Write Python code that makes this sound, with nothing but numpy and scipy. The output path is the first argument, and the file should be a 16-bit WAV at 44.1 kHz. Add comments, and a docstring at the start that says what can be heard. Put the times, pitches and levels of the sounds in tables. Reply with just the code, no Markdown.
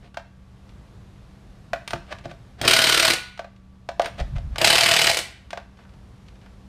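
"""Tightening two wheel nuts

A cordless impact wrench drives two nuts through a long torque stick, under an open carport with dense echoes.
Low hum, rumble, hiss and a puff of air are tones and coloured noise. The socket ticks, rubs and knocks:
gritty bursts for the clicks, dying sine waves for wheel, tyre and socket. The hammer strikes about 38 times
a second: bursts of noise, shaped by the ringing of wheel and stick. Clacks follow as the motor brakes."""
import sys
import numpy as np
from scipy import signal
from scipy.fft import rfft, irfft
from scipy.io import wavfile
from scipy.ndimage import uniform_filter1d

SR = 44100
rng = np.random.default_rng(int(sys.argv[2]) if len(sys.argv) > 2 else 0)


def wav_record(signal):
    """Record a signal, one row per channel, as 16-bit PCM in the file named by sys.argv[1]."""
    frames = np.transpose(np.atleast_2d(signal))
    bounded = np.clip(frames, -1, 1)
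    # unit amplitude maps onto the largest positive 16-bit level
    quanta = np.round(bounded * 32767).astype(np.int16)
    wavfile.write(sys.argv[1], SR, quanta)


N = 294572  # samples, about 6.7 s


def amp(db):
    """Turn decibels into gain."""
    return 10 ** (np.asarray(db) / 20)


def rms_one(x):
    """Scale to an rms of 1."""
    return x / np.sqrt(np.mean(x ** 2) + 1e-20)


def in_time(rows):
    """Gain at every sample from (time [s], level [dB]) rows; the end levels are held."""
    return amp(np.interp(np.arange(N) / SR, *np.transpose(rows)))


def at_hz(points, hz):
    """Read a table at the given frequencies, on a log-frequency axis."""
    table = np.array(points)
    return np.interp(np.log(np.maximum(hz, 1)), np.log(table[:, 0]), table[:, 1])


def causal_filter(x, gain_of_hz, size=32768):
    """Minimum-phase filter of the given shape and unit energy: nothing sounds early."""
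    cepstrum = irfft(np.log(gain_of_hz(np.fft.rfftfreq(size, 1 / SR)) + 1e-6))
    # folding the cepstrum onto positive times gives minimum phase
    cepstrum[1:size // 2] *= 2
    cepstrum[size // 2 + 1:] = 0
    response = irfft(np.exp(rfft(cepstrum)))
    return signal.fftconvolve(x, response / np.linalg.norm(response))[:N]


def noise(colour):
    """Steady noise of the given colour, rms 1."""
    white = rfft(rng.standard_normal(N))
    gain = amp(at_hz(colour, np.fft.rfftfreq(N, 1 / SR)))
    return rms_one(irfft(white * gain, N))


def add(out, s, piece):
    """Mix a short sound in at time s."""
    at = int(s * SR)
    out[at:at + len(piece)] += piece[:N - at]


def even(x, width_hz):
    """Level out the chance humps of a noise's spectrum so it adds no colour; unit energy."""
    spectrum = rfft(x, 2 * len(x))
    width_bins = max(3, int(width_hz * 2 * len(x) / SR))
    power = uniform_filter1d(np.abs(spectrum) ** 2, width_bins)
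    flat = irfft(spectrum / np.sqrt(np.abs(power) + 1e-12))[:len(x)]
    return flat / np.linalg.norm(flat)


def grit(size, grain_db):
    """Crowded tiny contacts whose force changes every half millisecond; rms 1."""
    force = np.repeat(amp(grain_db * rng.standard_normal(size // 22 + 1)), 22)[:size]
    return rms_one(force * rng.standard_normal(size))


def clicks(times, levels_db, colour, click_s):
    """Steel meets steel: a gritty burst that dies within milliseconds."""
    t = np.arange(int(.03 * SR)) / SR
    fade = np.exp(-t / click_s)
    touches = np.zeros(N)
    for s, db in zip(times, levels_db):
        burst = even(grit(len(t), grain_db=1.5) * fade, width_hz=600)
        add(touches, s, amp(db) * np.linalg.norm(fade) * burst)
    return causal_filter(touches, lambda f: amp(at_hz(colour, f)))


def ring(times, levels_db, modes, spread_db, detune=0.0, contact_s=0.000098):
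    """Each touch rings every mode with its own strength; with detune, the grip shifts the pitch a little."""
    hz, db, t60 = np.transpose(modes)[:, :, None]
    t = np.arange(int(np.clip(t60.max(), .01, 1) * SR)) / SR
    out = np.zeros(N)
    for s, level_db in zip(times, levels_db):
        force, shift = rng.standard_normal((2, len(modes), 1))
        decay = np.exp(-np.log(1000) * t / t60)
        tones = np.sin(2 * np.pi * hz * (1 + detune * shift) * t)
        waves = amp(level_db + db + spread_db * force) * decay * tones
        mixed = waves[::2].sum(0) - waves[1::2].sum(0)  # neighbouring modes start in opposite directions
        add(out, s, mixed * (1 - np.exp(-t / contact_s)))
    return out


# colour of the outdoor hiss: (frequency [Hz], level [dB per Hz])
HISS_COLOUR = [(160, -18), (280, -4), (425, -4.5), (564, -7), (761, -8), (1340, -12.5), (2210, -17.5),
               (3830, -20), (12000, -34.5), (15000, -52)]
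# colour of the low rumble: (frequency [Hz], level [dB per Hz])
RUMBLE_COLOUR = [(13, -35.5), (22, -13.5), (59, 4.5), (75, -3), (129, -2), (162, -7), (177, -11.5),
                 (194, -5), (217, -10), (243, -13), (330, -22.5), (430, -54), (730, -120)]
# how hiss and rumble sink and recover: (time [s], level [dB])
BACKGROUND_LEVEL = [(0, -1), (.15, -7), (.42, -4.5), (.7, 0), (2.5, 0), (3.3, -8.5), (3.85, -5.5), (4.2, 3),
                    (5.4, -3), (5.7, -4), (5.95, -0.5), (6.68, -0.5)]
# hum of a distant machine: (frequency [Hz], level [dB])
HUM = [(72, -57.5), (118, -58.5), (191, -56.5), (1150, -74.5)]
# swells of the puff of air on the microphone: (time [s], level [dB])
PUFF_LEVEL = [(4.15, -57), (4.22, -20.5), (4.28, -41), (4.36, -20.5), (4.41, -35), (4.47, -27), (4.55, -32),
              (4.66, -83)]
# colour of the puff: (frequency [Hz], level [dB per Hz])
PUFF_COLOUR = [(12, -40.5), (20, -5.5), (38, 3), (54, 0.5), (115, -11), (146, -10.5), (186, -19),
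               (260, -28.5), (340, -56.5), (570, -120)]
HISS_DB, RUMBLE_DB = -57.0, -47  # where BACKGROUND_LEVEL reads 0 dB


def background(waver=0.1):
    """Hiss and rumble that sink and swell together, a hum of wavering tones, and the low puff of air."""
    t = np.arange(N) / SR
    slow = [(1, 0), (3, -6), (10, -40), (40, -120)]  # wavering: (frequency [Hz], level [dB per Hz])
    hum = np.zeros(N)
    for hz, db in HUM:
        strength = np.sqrt(2) * (1 + waver * noise(slow))
        hum += amp(db) * strength * np.sin(2 * np.pi * hz * t + noise(slow))
    outdoors = amp(HISS_DB) * noise(HISS_COLOUR) + amp(RUMBLE_DB) * noise(RUMBLE_COLOUR)
    puff = in_time(PUFF_LEVEL) * noise(PUFF_COLOUR)
    return hum + in_time(BACKGROUND_LEVEL) * outdoors + puff


# how long the carport's echoes take to fall 60 dB: (frequency [Hz], time [s])
CARPORT_T60 = [(100, 0.38), (600, 0.41), (1500, 0.6), (3000, 0.54), (7000, 0.4), (15000, 0.32)]


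def carport(x, gap_s=.006, early_db=4.0, early_s=0.043):
    """Dense random echoes: strong early ones from floor and car, then a tail that dies band by band."""
    t = np.arange(SR) / SR
    hz, edges = np.fft.rfftfreq(SR, 1 / SR), np.geomspace(20, SR / 2, 19)
    white = rfft(rng.standard_normal(SR))
    tail = np.zeros(SR)
    for lo, hi in zip(edges, edges[1:]):
        band = irfft(white * (hz >= lo) * (hz < hi), SR)
        t60 = at_hz(CARPORT_T60, np.sqrt(lo * hi))
        tail += band * np.exp(-np.log(1000) * t / t60)
    early = 1 + amp(early_db) * np.exp(-t / early_s)
    echoes = tail * (t > gap_s) * early
    return signal.fftconvolve(x, even(echoes, width_hz=160))[:N]


# spells when the hands shift on the tool: (start [s], end [s])
HANDLING = [(2.05, 2.24), (3.54, 3.56), (4.08, 4.2), (5.77, 5.95), (6.22, 6.4)]
# colour of the dry click of steel on steel: (frequency [Hz], level [dB per Hz])
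CLICK_COLOUR = [(150, -7), (400, -2.5), (1000, -2.5), (2300, 7), (3600, 4.5), (5500, -1.5), (7500, -9.5),
                (10000, -19.5), (15000, -35)]
# colour of the wheel's dense, quickly damped clank: (frequency [Hz], level [dB per Hz])
CLANK_COLOUR = [(300, -13.5), (750, -10), (920, -0.5), (1040, -8), (1180, 1), (1330, -6), (1510, 0.5),
                (1750, -5.5), (2000, -11), (2400, -10), (3200, -20), (6000, -44)]
TICKS_PER_S, TICK_DB, TICK_SPREAD_DB = 18.0, -55.5, 2.0


def handling(clank_db=-5.0):
    """Faint, unevenly spaced ticks of the loose socket on the stick, each with a little clank."""
    slots = np.concatenate([np.arange(t0, t1, 1 / TICKS_PER_S) for t0, t1 in HANDLING])
    late, force = rng.standard_normal((len(slots), 2)).T
    times = slots + np.abs(late) / (3 * TICKS_PER_S)
    db = TICK_DB + TICK_SPREAD_DB * force
    ticks = clicks(times, db, CLICK_COLOUR, click_s=0.0052)
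    return ticks + clicks(times, db + clank_db, CLANK_COLOUR, click_s=0.006)


# colour of steel rubbing on steel, carried by the wheel: (frequency [Hz], level [dB per Hz])
SCRAPE_COLOUR = [(150, -7), (430, 10), (670, 16), (880, 3.5), (1500, 6.5), (2600, 3.5), (4800, -6),
                 (7500, -18), (8900, -15), (10500, -31.5), (15000, -33.5)]
# the socket rubs and rattles over a nut: (time [s], length [s], level [dB])
SOCKET_SCRAPES = [(0.0, 0.11, -54), (2.06, 0.09, -47), (2.1, 0.04, -35.5), (2.232, 0.04, -42.5),
                  (2.28, 0.05, -46), (2.573, 0.054, -45), (4.01, 0.096, -36), (4.172, 0.055, -32),
                  (4.349, 0.033, -39.5), (4.488, 0.14, -53.5), (5.75, 0.11, -56), (6.38, 0.13, -58.5)]


def scrapes(rubs, grain_db=2.0):
    """Steel rubs on steel: short swells of tiny contacts, from (time [s], length [s], level [dB]) rows."""
    rubbing = np.zeros(N)
    for s, length, db in rubs:
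        swell = np.hanning(max(int(length * SR), 64))
        add(rubbing, max(s, 0), amp(db) * swell * grit(len(swell), grain_db))
    return causal_filter(rubbing, lambda f: amp(at_hz(SCRAPE_COLOUR, f)))


# the socket is pushed home: (time [s], level [dB])
SHOVES = [(1.935, -31.5), (2.255, -37)]
# ringing tones of tyre and wheel: (frequency [Hz], level [dB], time to fall 60 dB [s])
TYRE_MODES = [(40, -16.5, 0.23), (57, -6, 0.17), (116.2, 3.5, 0.082), (154, -1.5, 0.27), (259.6, 2, 0.068),
              (346, -3.5, 0.18)]


def shoves():
    """The push that seats the socket rocks the tyre, which answers with low, short tones."""
    return ring(*np.transpose(SHOVES), TYRE_MODES, spread_db=2.0)


# socket touching nut and wheel, before the trims in knocks():
# (time [s], click peak [dB], thud [dB], clank [dB])
KNOCKS = [(0.1436, -39, -60, -43.5), (0.171, -27.5, -27, -29.5), (0.692, -45, -64, -70),
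          (1.733, -21.5, -16.5, -21.5), (1.8767, -20.5, -40, -35), (1.9066, -22, -36.5, -35.5),
          (1.933, -20.5, -21.5, -21.5), (2.1246, -28, -34.5, -29.5), (2.1856, -37, -47.5, -47.5),
          (2.2548, -33.5, -28, -40), (2.3121, -36, -37.5, -41.5), (3.3762, -35.5, -53, -44.5),
          (3.3926, -29, -24.5, -32), (3.4444, -42.5, -34.5, -41.5), (3.8888, -24.5, -21, -30),
          (3.9955, -19.5, -8.5, -21.5), (4.018, -21, -31.5, -43.5), (4.0456, -25.5, -33, -37.5),
          (4.0576, -21, -40.5, -27), (4.2004, -27, -24, -43.5), (4.3819, -36.5, -36.5, -51),
          (4.5585, -25.5, -37, -31), (5.5057, -28, -60, -44), (5.5303, -27, -25.5, -32.5),
          (5.574, -29.5, -29, -32), (5.7894, -53.5, -54, -50), (5.851, -60, -62, -50.5),
          (6.2846, -42, -58, -62), (6.4612, -47.5, -54.5, -49)]
# ringing tones of the wheel: (frequency [Hz], level [dB], time to fall 60 dB [s])
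THUD_MODES = [(540, -7, .03), (630, 0, .027), (700, -1, .03), (668, -16, .14), (790, -9, .025)]
# ringing tones of the steel socket: (frequency [Hz], level [dB], time to fall 60 dB [s])
PING_MODES = [(8830, -8, .022), (8990, -8, .022), (14080, -24, .07)]
BOUNCE_S, BOUNCE_DB = 0.025, -17.5  # each knock bounces once
PING_DB, FIRM_CLICK_DB = -39.5, -20  # ping level for a firm click whose thud is equally strong
PING_GROWTH = 1.6  # dB of ping per dB of click
PING_DAMPING = 0.93  # dB of ping lost per dB of thud over click: a square hit clamps the socket


def knocks(click_db=-5.5, thud_db=5.5, clank_db=2.5):
    """The socket goes on and off: click, wheel thud and clank, a thin ping if it only glances; then a bounce."""
    bounces = np.array(KNOCKS) + [BOUNCE_S, BOUNCE_DB, BOUNCE_DB, BOUNCE_DB]
    times, peak, thud, clank = np.vstack([KNOCKS, bounces]).T
    squareness = np.maximum(thud - peak, -16)
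    ping = PING_DB + PING_GROWTH * (peak - FIRM_CLICK_DB) - PING_DAMPING * squareness
    thuds = ring(times, thud + thud_db, THUD_MODES, spread_db=.5, detune=.008, contact_s=.0006)
    clanks = clicks(times, clank + clank_db, CLANK_COLOUR, click_s=0.0056)
    pings = ring(times, ping, PING_MODES, spread_db=1.0, detune=.004)
    return clicks(times, peak + click_db, CLICK_COLOUR, click_s=0.0047) + thuds + clanks + pings


# the anvil clacks in the socket, before the trim in braking(): (time [s], level [dB])
BRAKE_CLACKS = [(3.1346, -7), (5.1331, -13.5), (5.1453, -11), (5.1709, -6.5), (5.1894, -10)]
# colour of the braking clack: (frequency [Hz], level [dB per Hz])
CLACK_COLOUR = [(150, -15.5), (450, 4), (670, 8.5), (950, 0), (2500, 7), (4500, 4), (6500, -0.5),
                (9000, -0.5), (12000, -11.5), (15000, -16)]


def braking(trim_db=-7.0):
    """As the motor brakes, the anvil clacks in the socket: short gritty bursts."""
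    return amp(trim_db) * clicks(*np.transpose(BRAKE_CLACKS), CLACK_COLOUR, click_s=0.0053)


BEAT_S = 0.02603  # time between blows at full speed
SPIN_UP_BLOWS, JITTER_S = 2.2, 0.0005


def blow_times(start, stop, lag_s, limp_s):
    """The hammer starts slow and settles to a near-even beat; its two jaws limp a little."""
    k = np.arange(round((stop - start - lag_s) / BEAT_S + .5))
    spin_up = lag_s * (1 - np.exp(-k / SPIN_UP_BLOWS))
    limp = limp_s * (-1) ** k
    return start + k * BEAT_S + spin_up - limp + JITTER_S * rng.standard_normal(len(k))


SEATING_BLOWS, SEATING_DB = 2, -16  # the first blows only seat the nut; level of the very first
BITE_DB, STEADY_DB, SETTLE_BLOWS = -0.5, -5.0, 2.5  # the next bites hardest, then the force settles
JAW_DB = 0.4  # added for one jaw, taken off for the other


def blow_forces(count, seating_rise_db):
    """Strength of each blow in dB: soft while the nut seats, hardest as it bites, then steady."""
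    k = np.arange(count)
    settling = np.exp((SEATING_BLOWS - k) / SETTLE_BLOWS)
    tight = STEADY_DB + (BITE_DB - STEADY_DB) * settling + JAW_DB * (-1) ** k
    return np.where(k < SEATING_BLOWS, SEATING_DB + seating_rise_db * k, tight)


def recolour(x, spread_db, count=24):
    """No two blows land alike: each has its own broad humps and dips."""
    hz = np.fft.rfftfreq(len(x), 1 / SR)
    hump_places = np.linspace(0, np.sqrt(SR / 2), count)
    humps = np.interp(np.sqrt(hz), hump_places, rng.standard_normal(count))
    return irfft(rfft(x) * amp(spread_db * humps), len(x))


def hammer_blow(jolt, tension, rise_s=0.003, chatter_s=0.01, rebound_s=0.021, rebound_db=-6.5, gears_db=-12.5):
    """Loose steel joints chatter while the stick winds up, then the hammer rebounds and the gears grind on."""
    t = np.arange(len(jolt)) / SR
    repeat, fade_s = .15, .003
    contacts = grit(len(t), grain_db=3.2)
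    chatter = np.sqrt(repeat) * jolt + np.sqrt(1 - repeat) * contacts  # the jolt is alike in every blow
    past_chatter = np.maximum(t - chatter_s * tension, 0)
    wind_up = np.minimum(t / (rise_s * tension), 1) * np.exp(-t / 0.014 - past_chatter / fade_s)
    late = t - rebound_s - 0.00075 * rng.standard_normal()
    rebound_gain = amp(rebound_db + 2 * rng.standard_normal())
    rebound = rebound_gain * (late > 0) * np.exp(-np.abs(late) / 0.0018)
    gears = amp(gears_db) * np.sqrt(1 - t / t[-1])
    blow = even(chatter * wind_up + contacts * (tension * rebound + gears), width_hz=1000)
    return recolour(rms_one(blow), spread_db=2.0)


# a run of the hammer on each nut: (first blow [s], trigger released [s],
# time lost while the motor spins up [s], limp of the two jaws [s], gain per seating blow [dB])
RUN_A = (2.6146, 3.115, 0.0183, 0.0013, 1.4)
RUN_B = (4.5822, 5.107, 0.016, 0.0003, 7.0)
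# colour of the hammering on each nut: (frequency [Hz], level [dB per Hz])
COLOUR_A = [(40, -31), (120, -16.5), (200, -18.5), (342, -8), (600, -5), (1050, -5.5), (1480, -1),
            (2140, -1), (3220, -1.5), (4600, -1), (5800, -8), (7450, -12), (9050, -13.5), (14200, -22),
            (15500, -31)]
COLOUR_B = [(40, -22.5), (120, -11.5), (276, -13), (420, -8), (727, -6.5), (1000, -7), (1500, -5),
            (2400, 0), (3600, -5), (4840, -3), (5750, -10.5), (8480, -12), (14200, -26), (15500, -33)]
# resonances of wheel and stick, clamped at each nut: (frequency [Hz], width [Hz], boost [dB])
RINGS_A = [(340, 35, 4.5), (653, 30, 10.5), (1370, 8.1, 8), (1466, 7.2, 11), (2400, 180, 3),
           (3170, 310, 4.5), (4030, 330, 0.5), (4020, 270, 3), (8640, 400, 8.5), (14050, 500, 5.5)]
RINGS_B = [(342, 18, 4.8), (674, 40, 15), (845.5, 35, 7), (1454, 19, 7.6), (2340, 58, 3), (2970, 170, 6.7),
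           (3450, 61, 3), (3956, 130, 4.4), (8260, 400, 2), (14150, 500, 6.6)]
WIND_UP_BLOWS = 2.4  # blows are short and sharp until the stick is wound up
# the wheel thuds most around the blow that bites (before the trim for each nut)
THUD_BITE_DB, THUD_STEADY_DB, THUD_SETTLE_BLOWS = -13.5, -28.5, 2.5
GRIND_DELAY_S, GRIND_S = 0.007, 0.062  # the nut grinds round: delay after the first blow, length


def hammering(run, colour, rings, crack_db, thud_db, tyre_db, rock_db, grind_db):
    """Blows heard through wheel and stick also thump wheel and tyre; a seating nut grinds and rocks the tyre."""
    *timing, seating_rise_db = run
    times = blow_times(*timing)
    k = np.arange(len(times))
    peak = blow_forces(len(times), seating_rise_db)
    wound = 1 - np.exp(-(k + 1) / WIND_UP_BLOWS)
    near_bite = np.exp(-np.abs(k - SEATING_BLOWS) / THUD_SETTLE_BLOWS)
    thud = THUD_STEADY_DB + (THUD_BITE_DB - THUD_STEADY_DB) * near_bite
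    jolt = rng.standard_normal(int(.032 * SR))
    force = np.zeros(N)
    for s, db, tension in zip(times, peak, wound):
        add(force, s, amp(db + crack_db) * hammer_blow(jolt, tension))

    def wheel_and_stick(f):
        boost = sum(db / (1 + (2 * (f - hz) / width) ** 2) for hz, width, db in rings)
        return amp(at_hz(colour, f) + boost)

    clatter = causal_filter(force, wheel_and_stick)
    grinding = scrapes([(times[0] + GRIND_DELAY_S, GRIND_S, grind_db)])
    rocking = ring(times[:SEATING_BLOWS], peak + rock_db, TYRE_MODES, spread_db=0.5)
    wheel = ring(times, thud + thud_db, THUD_MODES, spread_db=2.5)
    tyre = ring(times, peak + tyre_db, TYRE_MODES, spread_db=1.0)
    return clatter + grinding + rocking + wheel + tyre


def scene(wrench_room_db=-6.0, knock_room_db=-9.5):
    """Wrench and socket under the roof, over the background; echoes differ from one working position to the next."""
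    first_nut = hammering(RUN_A, COLOUR_A, RINGS_A,
                          crack_db=-14.0, thud_db=-2.0, tyre_db=-33.0, rock_db=-16.5, grind_db=-22.5)
    second_nut = hammering(RUN_B, COLOUR_B, RINGS_B,
                           crack_db=-13.5, thud_db=0.0, tyre_db=-41.0, rock_db=-24.5, grind_db=-24.0)
    clacks = braking()
    socket = knocks() + handling() + scrapes(SOCKET_SCRAPES) + shoves()
    wrench_echoes = amp(wrench_room_db) * (carport(first_nut) + carport(second_nut + clacks))
    socket_echoes = amp(knock_room_db) * carport(socket)
    direct = first_nut + second_nut + clacks + socket
    return (direct + wrench_echoes + socket_echoes + background())[None]


CUTOFF_HZ = 15350


def record(dry):
    """The highest peaks are rounded and the top of the treble is cut."""
    rounded = 1.1 * np.tanh(dry / 1.1)
    low_pass = signal.ellip(10, .1, 80, CUTOFF_HZ, fs=SR, output="sos")
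    return signal.sosfilt(low_pass, rounded)


dry = scene()
out = record(dry)
wav_record(out)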